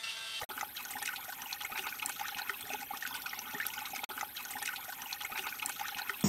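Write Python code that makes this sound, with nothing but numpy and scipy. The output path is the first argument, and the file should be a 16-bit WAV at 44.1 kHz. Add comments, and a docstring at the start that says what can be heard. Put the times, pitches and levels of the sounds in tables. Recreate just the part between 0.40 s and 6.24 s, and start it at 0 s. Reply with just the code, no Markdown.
"""A thin stream slides over stone and falls into a small rock pool: bubbles plink as damped rising tones,
drops splash as bursts of tiny bubbles, and countless smaller ones gurgle and fizz with the flow.
Decaying low tones are soft gulps of air; resonances and a short echo are the hollow and its stone.
Behind lie a steady high hiss, likely forest insects, and a soft rumble of air, both filtered noise.
One stretch repeats; a brief silence falls near the start of each pass, the second just after a burst."""
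import sys
import numpy as np
from scipy import signal
from scipy.fft import rfft, irfft
from scipy.io import wavfile
from scipy.ndimage import uniform_filter1d

SR = 44100
rng = np.random.default_rng(int(sys.argv[2]) if len(sys.argv) > 2 else 0)


def waveform_to_disk(signal):
    """Save audio, clipped to [-1, 1], as 16-bit WAV at the path in sys.argv[1]."""
    frames = np.transpose(np.atleast_2d(signal))
    scaled = np.clip(frames, -1, 1) * 32767
    samples = np.round(scaled).astype(np.int16)
    wavfile.write(sys.argv[1], SR, samples)


N = 257544
TIME = np.arange(N) / SR


def gain_of(db):
    """Level law: decibels to amplitude."""
    return 10 ** (np.asarray(db) / 20)


def evened(x):
    """Normalization of power: scales to an rms of 1."""
    return x / np.sqrt(np.mean(x ** 2) + 1e-20)


def add(mix, s, sound):
    """Superposition: adds a sound to the mix from a given time in seconds."""
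    part = mix[max(round(s * SR), 0):][:len(sound)]
    part += sound[:len(part)]


def colour(x, points, size=4096):
    """Minimum-phase filtering: a causal filter of given spectrum keeps attacks sharp."""
    hz, db = np.transpose(points)
    log_f = np.log(abs(np.fft.fftfreq(size, 1 / SR)) + 1)
    # beyond the listed points the gain keeps falling
    beyond = np.maximum(np.log(hz[0]) - log_f, 0) + np.maximum(log_f - np.log(hz[-1]), 0)
    gain_db = np.interp(log_f, np.log(hz), db) - 20 * beyond
    log_gain = np.log(gain_of(gain_db))
    # the phase follows from the log gain by the Hilbert transform
    taps = np.fft.ifft(np.exp(np.conj(signal.hilbert(log_gain)))).real[:size // 2]
    return signal.fftconvolve(x, taps)[:len(x)]


def bubble(hz, swell_s, rise=0.05, roundness=2.27):
    """Bubble resonance: trapped air swells and rings down, rising in pitch as it nears the surface."""
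    age = np.arange(0, 6 * max(swell_s, 10 / SR), 1 / SR) / swell_s
    # the pitch is hz at the peak (age 1) and gains the share "rise" of hz per swell time
    turns = hz * swell_s * (age + rise * (age * age / 2 - age))
    # a greater roundness ends the ring sooner
    envelope = age * np.exp((1 - age ** roundness) / roundness)
    return envelope * np.sin(2 * np.pi * turns)


def swarm(low_hz, high_hz, per_s, cycles, spread_db, glide=0.034, roundness=1.38, count=90):
    """Random superposition: small bubbles of many sizes are born by chance, a few much stronger."""
    out = np.zeros(N)
    for hz in np.geomspace(low_hz, high_hz, count):
        swell_s = cycles * rng.uniform(.4, 1.6) / hz
        shape = bubble(hz, swell_s, glide * rng.random(), roundness)
        shape *= np.sqrt(hz / np.sum(shape ** 2))  # energy in proportion to pitch
        births = rng.random((300, 2))
        times = np.cumsum(-np.log(births[:, 0])) * count / per_s
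        sizes = gain_of(spread_db * np.minimum(-np.log(births[:, 1]), 3))
        for s, size in zip(times[times < N / SR], sizes):
            add(out, s, size * shape)
    return out


def foam(bubbles, spectrum, noise_share, grain_db=8.5):
    """Power mixing: bubbles share a spectrum with the unpitched patter of tiny impacts."""
    patter = evened(rng.standard_normal(N) * gain_of(grain_db * rng.standard_normal(N)))
    mixed = np.sqrt(1 - noise_share) * evened(bubbles) + np.sqrt(noise_share) * patter
    return colour(mixed, spectrum)


def sputter(x, depth_db, patch_hz, patch_s, size=256):
    """Modulation by bands: bubbles of like size come in clumps, so each band flutters on its own."""
    z = signal.stft(x, nperseg=size)[2]
    steps = np.arange(-size // 8, size // 8 + 1)
    across = np.exp(-(steps * SR / size / patch_hz) ** 2)
    along = np.exp(-(steps * size / 2 / SR / patch_s) ** 2)
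    clumps = evened(signal.fftconvolve(rng.standard_normal(z.shape), np.outer(across, along), "same"))
    fluttered = z * gain_of(depth_db * 2 * np.tanh(clumps / 2))  # tanh bounds the swings
    return evened(signal.istft(fluttered, nperseg=size)[1][:N])


# strength of the jet where it enters the pool, with its short lulls: time_s [s], level_db [dB]
JET_STRENGTH = [(0.0, -38.5), (0.24, -41), (0.34, -51.5), (0.36, -41.5), (0.76, -41), (0.84, -44),
                (0.88, -39.5), (0.96, -43.5), (1.12, -41), (1.18, -46), (1.24, -39.5), (1.28, -48),
                (1.38, -38), (1.56, -42), (2.44, -41), (2.48, -48), (2.54, -38), (2.6, -45), (2.66, -42.5),
                (3.18, -41), (3.22, -44), (3.29, -41), (3.36, -42.5), (3.64, -40.5)]


def flow_db(s):
    """Linear interpolation: strength of the jet in dB at given times."""
    return np.interp(s, *np.transpose(JET_STRENGTH))


# relative spectrum of the churning water: frequency_hz [Hz], level_db [dB]
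WATER_SPECTRUM = [(300, -14.5), (500, -27.5), (640, -7), (820, 1), (1060, -11.5), (1450, -0.5),
                  (1620, -6.5), (2000, -6), (2600, -1), (3000, -14.5), (3800, -17.5)]
# relative spectrum of its fine spray: frequency_hz [Hz], level_db [dB]
SPRAY_SPECTRUM = [(2300, -3), (3250, 4.5), (4200, -1.5), (4850, -7), (5700, -1.5), (7600, -5.5), (8900, 0),
                  (10300, -8), (15000, 1.5)]


def churn(gurgle_db=-9.5, fizz_db=-11.0):
    """Amplitude modulation: gurgle and fizz follow the flow and sputter as the jet breaks up."""
    low_bubbles = swarm(low_hz=698.5, high_hz=3307, per_s=900, cycles=3.23, spread_db=2.5)
    gurgle = foam(low_bubbles, WATER_SPECTRUM, noise_share=0.42)
    high_bubbles = swarm(low_hz=2886, high_hz=13550, per_s=2000, cycles=6.8, spread_db=6.5)
    fizz = foam(high_bubbles, SPRAY_SPECTRUM, noise_share=0.79)
    gurgle = gain_of(gurgle_db) * sputter(gurgle, depth_db=5.0, patch_hz=388, patch_s=0.013)
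    fizz = gain_of(fizz_db) * sputter(fizz, depth_db=3.5, patch_hz=910, patch_s=0.016)
    return gain_of(flow_db(TIME)) * (gurgle + fizz)


def slosh(level_db=-78.0):
    """Low-frequency excitation: faint lapping of the pool surface keeps the hollow ringing."""
    glugs = swarm(low_hz=160.4, high_hz=544, per_s=80, cycles=0.51, spread_db=3.5)
    return gain_of(level_db) * evened(glugs * gain_of(flow_db(TIME)))


# relative spectrum of the insect hiss: frequency_hz [Hz], level_db [dB]
INSECT_SPECTRUM = [(8000, -23.5), (10400, -14.5), (11400, -3), (12300, 0.5), (13200, 1), (14200, -8.5),
                   (15600, -18)]
# relative spectrum of the low rumble of the air: frequency_hz [Hz], level_db [dB]
AIR_SPECTRUM = [(20, -28), (35, -26), (52, -6), (100, -4.5), (200, -10), (330, -9), (600, -11),
                (2000, -13.5), (8000, -42)]


def forest(insects_db=-50.5, air_db=-62.5, flutter_db=1.0, gust_db=1.4):
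    """Filtered noise: a far, even insect hiss and the uneven rumble of outdoor air."""
    flutter = evened(uniform_filter1d(rng.standard_normal(N), size=300))
    gusts = evened(uniform_filter1d(rng.standard_normal(N), size=5000))
    hiss = colour(rng.standard_normal(N), INSECT_SPECTRUM) * gain_of(flutter_db * flutter)
    rumble = colour(rng.standard_normal(N) , AIR_SPECTRUM) * gain_of(gust_db * gusts)
    return gain_of(insects_db) * evened(hiss) + gain_of(air_db) * evened(rumble)


def chance_times(per_s, count=400):
    """Poisson process: random moments at which the jet sheds something."""
    times = np.cumsum(rng.exponential(1, count)) / per_s
    return times[times < N / SR]


def any_bubble(low_hz, high_hz, bigness, damping, ref_hz=1310, ref_swell_s=0.002, power=0.59):
    """Scaling law: smaller, higher bubbles swell quicker; two chances in 0-1 set pitch and swell time."""
    hz = high_hz * (low_hz / high_hz) ** bigness
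    usual_s = ref_swell_s * (ref_hz / hz) ** power
    return hz, usual_s * 2 ** (1 - 2 * damping)  # chance varies it from half to double


def lesser_bubbles(per_s, low_hz, high_hz, over_flow_db, spread_db=1.5, count=400):
    """Random shedding: weaker bubbles as strong as the flow allows; rows like LOUD_BUBBLES."""
    kinds, luck = rng.random((count, 2)), rng.standard_normal(count)
    return [(s, flow_db(s) + over_flow_db + spread_db * z, *any_bubble(low_hz, high_hz, *kind))
            for s, kind, z in zip(chance_times(per_s), kinds, luck)]


def trailing_bubbles(body_over_db=-8.0, spray_over_db=-6.0, lag_s=0.02, span=1.383, count=2):
    """Air entrainment: bubbles near a loud burst's two pitches ring after it; rows like LOUD_BUBBLES."""
    rows = []
    for s, body_db, spray_db, _, body_hz, spray_hz in LOUD_BURSTS:
        for db, hz in ((body_db + body_over_db, body_hz), (spray_db + spray_over_db, spray_hz)):
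            for late, *kind in rng.random((count, 3)):
                rows.append((s + lag_s * late, db, *any_bubble(hz / span, hz * span, *kind)))
    return rows


def trickle(roundness=1.48, most_rise=0.041, wall_db=-13.5, wall_s=.008, count=2):
    """Early reflection: many weaker bubbles glide up, roughened by echoes off the pool walls."""
    out = np.zeros(N)
    rows = (trailing_bubbles()
            + lesser_bubbles(per_s=70., low_hz=902, high_hz=3580, over_flow_db=-1.5)
            + lesser_bubbles(per_s=50., low_hz=3210, high_hz=7230, over_flow_db=-3.5))
    chances = rng.random((len(rows), count + 1))
    for (s, db, hz, swell_s), (climb, *distances) in zip(rows, chances):
        ring = gain_of(db) * bubble(hz, swell_s, most_rise * climb, roundness)
        add(out, s, ring)
        for distance in distances:
            add(out, s + wall_s * distance, gain_of(wall_db) * ring)
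    return out


def lesser_splashes(per_s=18.0, body_db=-15.0, spray_db=-8.5, spread_db=4.5, length_s=0.0081,
                    body_hz=1700, spray_hz=5800, octaves=0.34, count=400):
    """Random impact: weaker drops, wetter or brighter, scale with the flow; rows like LOUD_BURSTS."""
    luck = rng.standard_normal((count, 3))
    return [(s, flow_db(s) + body_db + spread_db * wet, flow_db(s) + spray_db - spread_db * wet, length_s,
             body_hz * 2 ** (octaves * low), spray_hz * 2 ** (octaves * high))
            for s, (wet, low, high) in zip(chance_times(per_s), luck)]


def focused(x, hz, db_per_octave):
    """Spectral weighting: keeps mostly the bubbles near one size."""
    octaves = abs(np.log2((np.fft.rfftfreq(len(x), 1 / SR) + 1) / hz))
    return irfft(rfft(x) * gain_of(-db_per_octave * octaves), len(x))


# the loudest bursts: drops on the pool, and last a burst just before the sound cuts out; levels
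# before each layer's trim: start_s [s], body_level_db [dB], spray_level_db [dB], length_s [s],
# body_pitch_hz [Hz], spray_pitch_hz [Hz]
LOUD_BURSTS = [(0.012, -38, -49, 0.0055, 1280, 3920), (0.1, -37.5, -47, 0.0045, 1270, 3970),
               (0.209, -36, -41.5, 0.0042, 1140, 5660), (0.363, -52, -48, 0.0035, 895, 3980),
               (0.365, -65, -40.5, 0.0082, 2090, 4730), (0.45, -44, -41.0, 0.0039, 1470, 6660),
               (0.5063, -42.5, -38, 0.0035, 1060, 7400), (0.514, -48, -38, 0.0035, 816, 6200),
               (0.617, -38.0, -43, 0.0036, 955, 4420), (0.6242, -46.0, -32.5, 0.0035, 2170, 9100),
               (0.653, -50, -39, 0.0066, 2240, 5600), (0.675, -41, -46, 0.0056, 1840, 3880),
               (0.6882, -39, -43, 0.003, 1760, 5100), (0.758, -53, -39.5, 0.0096, 1740, 3750),
               (0.9226, -38, -44, 0.0043, 1730, 5490), (1.0178, -42, -40, 0.0036, 1010, 6400),
               (1.1245, -45.5, -39.5, 0.0085, 2310, 4170), (1.2045, -41.0, -41, 0.01, 1440, 3530),
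               (1.2515, -35.5, -40, 0.0023, 1750, 8000), (1.319, -36.5, -41.5, 0.0024, 1920, 3730),
               (1.355, -42, -52, 0.0085, 1770, 3230), (1.3754, -38.0, -42.0, 0.0051, 1850, 3880),
               (1.387, -42, -35, 0.0018, 1920, 3540), (1.4661, -37, -38, 0.0068, 1540, 3620),
               (1.62, -38, -39.5, 0.007, 2330, 4320), (1.662, -46, -39, 0.0023, 960, 7840),
               (1.693, -42, -35, 0.0026, 1870, 8230), (1.697, -34.5, -46, 0.0036, 2300, 5250),
               (1.7945, -36.5, -39, 0.0038, 1760, 4200), (1.811, -40.0, -42, 0.004, 1260, 5000),
               (1.881, -46, -38.5, 0.0048, 2200, 3620), (1.981, -41.5, -45, 0.01, 1150, 3430),
               (2.0929, -46, -42.5, 0.01, 1640, 4660), (2.208, -50, -37.5, 0.0045, 1380, 6800),
               (2.334, -45, -40.5, 0.0055, 930, 4000), (2.622, -46, -44, 0.011, 1680, 4540),
               (2.662, -39, -40, 0.0055, 1860, 3960), (2.6743, -37, -40.0, 0.0026, 1810, 5700),
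               (2.742, -41.5, -37.5, 0.003, 2420, 3880), (2.7486, -44.5, -38, 0.0093, 1910, 4430),
               (2.8185, -55, -41, 0.0035, 2920, 4240), (2.8594, -39.5, -39, 0.0053, 1480, 4900),
               (2.9305, -36, -51, 0.0026, 1220, 5540), (2.9888, -44.5, -40, 0.003, 1820, 4970),
               (3.1996, -32.5, -42, 0.0017, 1850, 3950), (3.211, -48, -40, 0.0035, 1670, 4940),
               (3.2515, -35.5, -41, 0.004, 2100, 4100), (3.2625, -49, -38, 0.0038, 1050, 6500),
               (3.3336, -44.5, -42.5, 0.0087, 2170, 5600), (3.389, -39, -39, 0.0047, 1200, 6700),
               (3.453, -41, -38, 0.01, 2450, 4030), (3.5491, -49, -39.5, 0.0036, 1990, 7010),
               (3.56, -37, -39, 0.0052, 1770, 4750), (3.639, -33.5, -31.5, 0.0037, 2740, 3740)]


def splashes(body_db=-1.0, spray_db=-3.0, body_focus_db=4.5, spray_focus_db=9.5, size=3000):
    """Granular burst: tiny bubbles, swelling and fading, form a wet body and a bright spray, each pitched."""
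    out, t = np.zeros(N), np.arange(size) / SR
    low_bubbles = swarm(low_hz=643.0, high_hz=3660, per_s=900, cycles=2.6, spread_db=0.5)
    body = foam(low_bubbles, WATER_SPECTRUM, noise_share=0.16)
    high_bubbles = swarm(low_hz=2784, high_hz=13530, per_s=2600, cycles=3.54, spread_db=3.0)
    spray = foam(high_bubbles, SPRAY_SPECTRUM, noise_share=0.059)
    for s, low_db, high_db, length, low_hz, high_hz in LOUD_BURSTS + lesser_splashes():
        age = 2 * t / length  # the envelope peaks at half the length
        at = min(round(s * SR), N - size)
        for layer, db, hz, focus_db in ((body, low_db + body_db, low_hz, body_focus_db),
                                        (spray, high_db + spray_db, high_hz, spray_focus_db)):
            burst = focused(layer[at:at + size], hz, focus_db) * age * np.exp(-age)
            # the level is the rms the burst's energy would have if spread over its length
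            add(out, s, gain_of(db) * evened(burst) * np.sqrt(length * SR / size))
    return out


# soft, deep gulps of air under the rock lip: start_s [s], level_db [dB], pitch_hz [Hz],
# length_s [s, time to the peak]
AIR_GULPS = [(0.025, -46, 91.5, 0.0038), (0.019, -42.5, 496, 0.0044), (0.104, -46.5, 385, 0.0071),
             (0.158, -53, 261, 0.013), (0.554, -51, 254, 0.0076), (1.312, -51, 230, .008),
             (1.382, -49, 379, .014), (1.666, -50, 282, 0.0048), (2.098, -48, 397, 0.0094),
             (2.236, -50, 415, 0.0066), (2.232, -55, 102, 0.006), (2.316, -52, 263, 0.013),
             (2.332, -42, 415, 0.0067), (2.394, -49, 255, 0.0052), (2.671, -53, 253, 0.0089),
             (3.036, -53.5, 257, .009), (3.143, -48.5, 179, 0.0054), (3.144, -43, 255, 0.0052),
             (3.148, -47, 411, 0.011), (3.578, -50, 264, 0.0058)]


def gulps(size=5000):
    """Damped oscillation: big pockets of air swell softly and die away."""
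    out, t = np.zeros(N), np.arange(size) / SR
    for s, db, hz, length in AIR_GULPS:
        envelope = t / length * np.exp(1 - t / length)
        add(out, s, gain_of(db) * envelope * np.sin(2 * np.pi * hz * t))
    return out


# the loudest bubbles, levels before the trims: start_s [s], level_db [dB], pitch_hz [Hz, at the
# envelope's peak], swell_s [s]
LOUD_BUBBLES = [(0.032, -32, 1940, 0.0019), (0.0318, -33, 680, 0.0043), (0.1096, -38, 1360, 0.0039),
                (0.1777, -27.5, 1440, 0.0014), (0.208, -32, 1974, 0.0055), (0.21, -30.5, 1460, 0.0009),
                (0.2103, -30.5, 6330, 0.0013), (0.2282, -29, 815, 0.0023), (0.2313, -29.5, 1220, 0.0011),
                (0.37, -33, 3900, 0.0016), (0.3759, -37, 3160, 0.0033), (0.406, -37.5, 1010, 0.003),
                (0.4514, -32.5, 6500, 0.001), (0.534, -36, 2040, 0.0033), (0.5532, -35, 824, 0.0039),
                (0.567, -30, 1720, 0.0018), (0.586, -37, 960, 0.0023), (0.595, -43.5, 5170, 0.0029),
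                (0.625, -33, 1770, 0.0036), (0.6574, -31, 2080, 0.0022), (0.671, -32.5, 5840, 0.0012),
                (0.6769, -31, 1910, 0.002), (0.6763, -30, 2640, 0.0014), (0.6862, -30, 1510, 0.0048),
                (0.732, -35, 1440, 0.0043), (0.7695, -38, 2860, 0.0011), (0.8811, -36.5, 700, 0.0064),
                (0.928, -38.5, 1050, 0.0032), (1.019, -35, 5940, 0.0022), (1.0614, -39, 890, 0.0037),
                (1.1079, -34.5, 2480, 0.0026), (1.122, -39, 894, 0.003), (1.1285, -23, 4220, 0.0009),
                (1.1292, -34, 6060, 0.0013), (1.2125, -34.5, 3276, 0.0023), (1.2466, -29, 2120, 0.0031),
                (1.249, -34, 7820, 0.0014), (1.298, -37.5, 760, 0.0033), (1.3176, -39.0, 1250, 0.008),
                (1.3559, -34, 1590, 0.0033), (1.3582, -32, 930, 0.002), (1.3587, -30, 2390, 0.0011),
                (1.3769, -24.5, 2170, 0.00087), (1.3923, -29, 2760, 0.0021), (1.455, -37, 1263, 0.0064),
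                (1.4656, -37.5, 2330, 0.0033), (1.468, -27, 910, 0.0018), (1.487, -32, 2570, 0.0024),
                (1.523, -35.5, 1530, 0.0038), (1.524, -33.5, 2340, 0.0033), (1.5967, -29, 2750, 0.0012),
                (1.6221, -38, 900, 0.0064), (1.6235, -31, 2440, 0.0024), (1.6256, -35, 3230, 0.0011),
                (1.6267, -34, 1280, 0.0027), (1.645, -38, 780, 0.0038), (1.6593, -30, 7400, 0.0012),
                (1.685, -36, 1010, 0.003), (1.6934, -29, 7550, 0.0013), (1.8059, -35, 832, 0.0067),
                (1.844, -37.5, 1250, 0.004), (1.855, -28, 1690, 0.0017), (1.8887, -31.5, 1390, 0.0022),
                (1.947, -26, 2730, 0.00061), (1.9867, -36, 1460, 0.007), (2.013, -35.5, 800, 0.0033),
                (2.0182, -30, 4130, 0.0015), (2.0939, -26.5, 1380, 0.0034), (2.0948, -22.5, 1930, 0.0018),
                (2.14, -36, 2630, 0.0042), (2.2271, -35.5, 3350, 0.0023), (2.279, -40, 2060, 0.0034),
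                (2.302, -33, 2570, 0.0015), (2.3025, -30.5, 714, 0.0035), (2.3344, -31.5, 6050, 0.0011),
                (2.335, -32.0, 2620, 0.0018), (2.3444, -33.5, 817, 0.0029), (2.506, -31, 788, 0.004),
                (2.5353, -30, 1120, 0.0023), (2.624, -26.5, 1800, 0.0022), (2.6496, -34, 1980, 0.0024),
                (2.652, -27.5, 1520, 0.0022), (2.6645, -37, 2540, 0.0033), (2.7078, -34.5, 983, 0.0039),
                (2.7255, -36.5, 3280, 0.0033), (2.7426, -38, 1480, 0.0063), (2.8572, -43, 2480, 0.0063),
                (2.858, -32.0, 1380, 0.0026), (2.895, -32.5, 5470, 0.0012), (2.9321, -29.0, 2000, 0.0024),
                (2.9875, -38.5, 2710, 0.0045), (2.9912, -27.5, 5930, 0.0011), (3.057, -40, 3140, 0.0028),
                (3.138, -34.5, 810, 0.002), (3.146, -32, 1854, 0.0044), (3.201, -33, 2800, 0.0014),
                (3.2003, -50, 1270, 0.001), (3.2005, -26, 2050, 0.0011), (3.2001, -24, 1720, 0.0052),
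                (3.2238, -33, 1970, 0.0027), (3.2316, -35, 2390, 0.0016), (3.3031, -33, 2860, 0.0011),
                (3.3372, -35, 2140, 0.003), (3.378, -34.5, 1450, 0.0033), (3.378, -35, 3020, 0.0024),
                (3.414, -39.5, 840, 0.0066), (3.4508, -38.5, 2090, 0.004), (3.533, -32.5, 750, 0.0037),
                (3.5484, -37, 2240, 0.0033), (3.591, -30.5, 2260, 0.0021), (3.634, -29, 820, 0.0019)]


def plinks(level_db=-0.4, slap_db=-21.5, slap_s=0.0016, size=1000):
    """Bubble resonance: each larger bubble is born with a small slap of the water that traps it."""
    out, t = np.zeros(N), np.arange(size) / SR
    slaps = evened(colour(rng.standard_normal(N), WATER_SPECTRUM))
    for s, db, hz, swell_s in LOUD_BUBBLES:
        add(out, s, gain_of(db + level_db) * bubble(hz, swell_s))
        add(out, s, gain_of(db + slap_db) * slaps[round(s * SR):][:size] * np.exp(-t / slap_s))
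    return out


# sharp ticks of drops on bare stone: start_s [s], level_db [dB], pitch_hz [Hz]
STONE_TICKS = [(.5099, -28, 11000), (1.6606, -17.5, 8700), (1.6942, -29, 8000), (2.6753, -26, 12400),
               (2.8213, -32, 11800), (3.267, -16.5, 11800)]


def ticks(swell_s=0.00013, crack_db=-20.0, crack_s=0.00012, tail_db=-8.5, tail_s=0.0015, size=500):
    """Hard impact: a drop on stone gives a brief ping, a wide crack and a short scatter of spray."""
    out, t = np.zeros(N), np.arange(size) / SR
    ping = (t / (2 * swell_s)) ** 2 * np.exp(2 - t / swell_s)
    crack = gain_of(crack_db) * np.exp(-abs(t - 2 * swell_s) / crack_s)  # centred on the ping's peak
    scatter = gain_of(tail_db) * np.exp(-t / tail_s)
    for s, db, hz in STONE_TICKS:
        bright = evened(np.diff(rng.choice([-1., 1.], size + 1)))
        add(out, s, gain_of(db) * (ping * np.sin(2 * np.pi * hz * t) + (crack + scatter) * bright))
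    return out


# quick chains of bubbles whose pitch climbs: start_s [s], length_s [s], level_db [dB],
# first_pitch_hz [Hz], last_pitch_hz [Hz]
BUBBLE_CHAINS = [(0.976, 0.071, -45, 880, 970), (1.813, 0.032, -44, 845, 1350),
                 (3.217, 0.033, -34, 1640, 2650), (3.287, 0.039, -45, 910, 950)]


def gurgles(step_s=.007, ring_cycles=2.25, spread_db=-0.5, count=16):
    """Serial resonance: a fold in the jet sheds bubbles at uneven steps, each smaller than the last."""
    out = np.zeros(N)
    for s, length, db, first_hz, last_hz in BUBBLE_CHAINS:
        for k, (late, strength) in enumerate(rng.uniform(-1.03, 1, (count, 2))):
            age = step_s * (k + late / 3)
            if age < length:
                hz = first_hz * (last_hz / first_hz) ** (age / length)
                add(out, s + age, gain_of(db + spread_db * strength) * bubble(hz, ring_cycles / hz))
    return out


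# air modes of the hollow above the pool: frequency_hz [Hz], width_hz [Hz], gain_db [dB at resonance]
AIR_MODES = [(269, 33.4, 17), (414.5, 55, 14), (840, 360, -6.5), (1526, 70, -3)]


def hollow(x):
    """Cavity resonance: the air in the rock hollow rings along with the water."""
    t = np.arange(SR // 10) / SR
    ring = np.zeros(len(t))
    for hz, width, db in AIR_MODES:
        decay = np.exp(-np.pi * width * t)
        ring += gain_of(db) * 2 * np.pi * width / SR * decay * np.sin(2 * np.pi * hz * t)
    return signal.fftconvolve(x, ring)[:N]


def rock_echo(x, t60=0.046, first_s=.002, echo_db=-6.5, dull_hz=5370.0):
    """Diffuse reflection: close mossy stone scatters the sound into a very short, dull tail."""
    t = np.arange(SR // 4) / SR
    sparse = rng.standard_normal(len(t)) * (rng.random(len(t)) < .1)
    taps = sparse * (t > first_s) * gain_of(-60 * t / t60)
    taps = signal.lfilter(*signal.butter(1, dull_hz, fs=SR), taps / np.linalg.norm(taps))
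    return gain_of(echo_db) * signal.fftconvolve(x, taps)[:N]


def scene():
    """Superposition: water in its hollow, with the forest behind."""
    water = plinks() + trickle() + gurgles() + ticks() + splashes() + churn() + slosh()
    return (water + hollow(water) + rock_echo(water) + gulps() + forest())[None]


def record(dry, loop_s=3.6, silent_from_s=.044, silent_to_s=.0905, fade_s=0.003, edge_hz=15750):
    """Repetition and band limit: one stretch plays again, dying into a short silence in each pass."""
    in_pass = TIME % loop_s
    since_cut = np.maximum(in_pass - silent_from_s, 0) * (in_pass < silent_to_s)
    # the jump back to the earlier sound lies midway in the second silence
    repeating = TIME > loop_s + (silent_from_s + silent_to_s) / 2
    at = np.arange(N) - round(loop_s * SR) * repeating
    looped = dry[:, at] * np.exp(-since_cut / fade_s)
    low_pass = signal.firwin(511, edge_hz, window=("kaiser", 9), fs=SR)
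    return signal.oaconvolve(looped, low_pass[None], "same")


dry = scene()
out = record(dry)
waveform_to_disk(out)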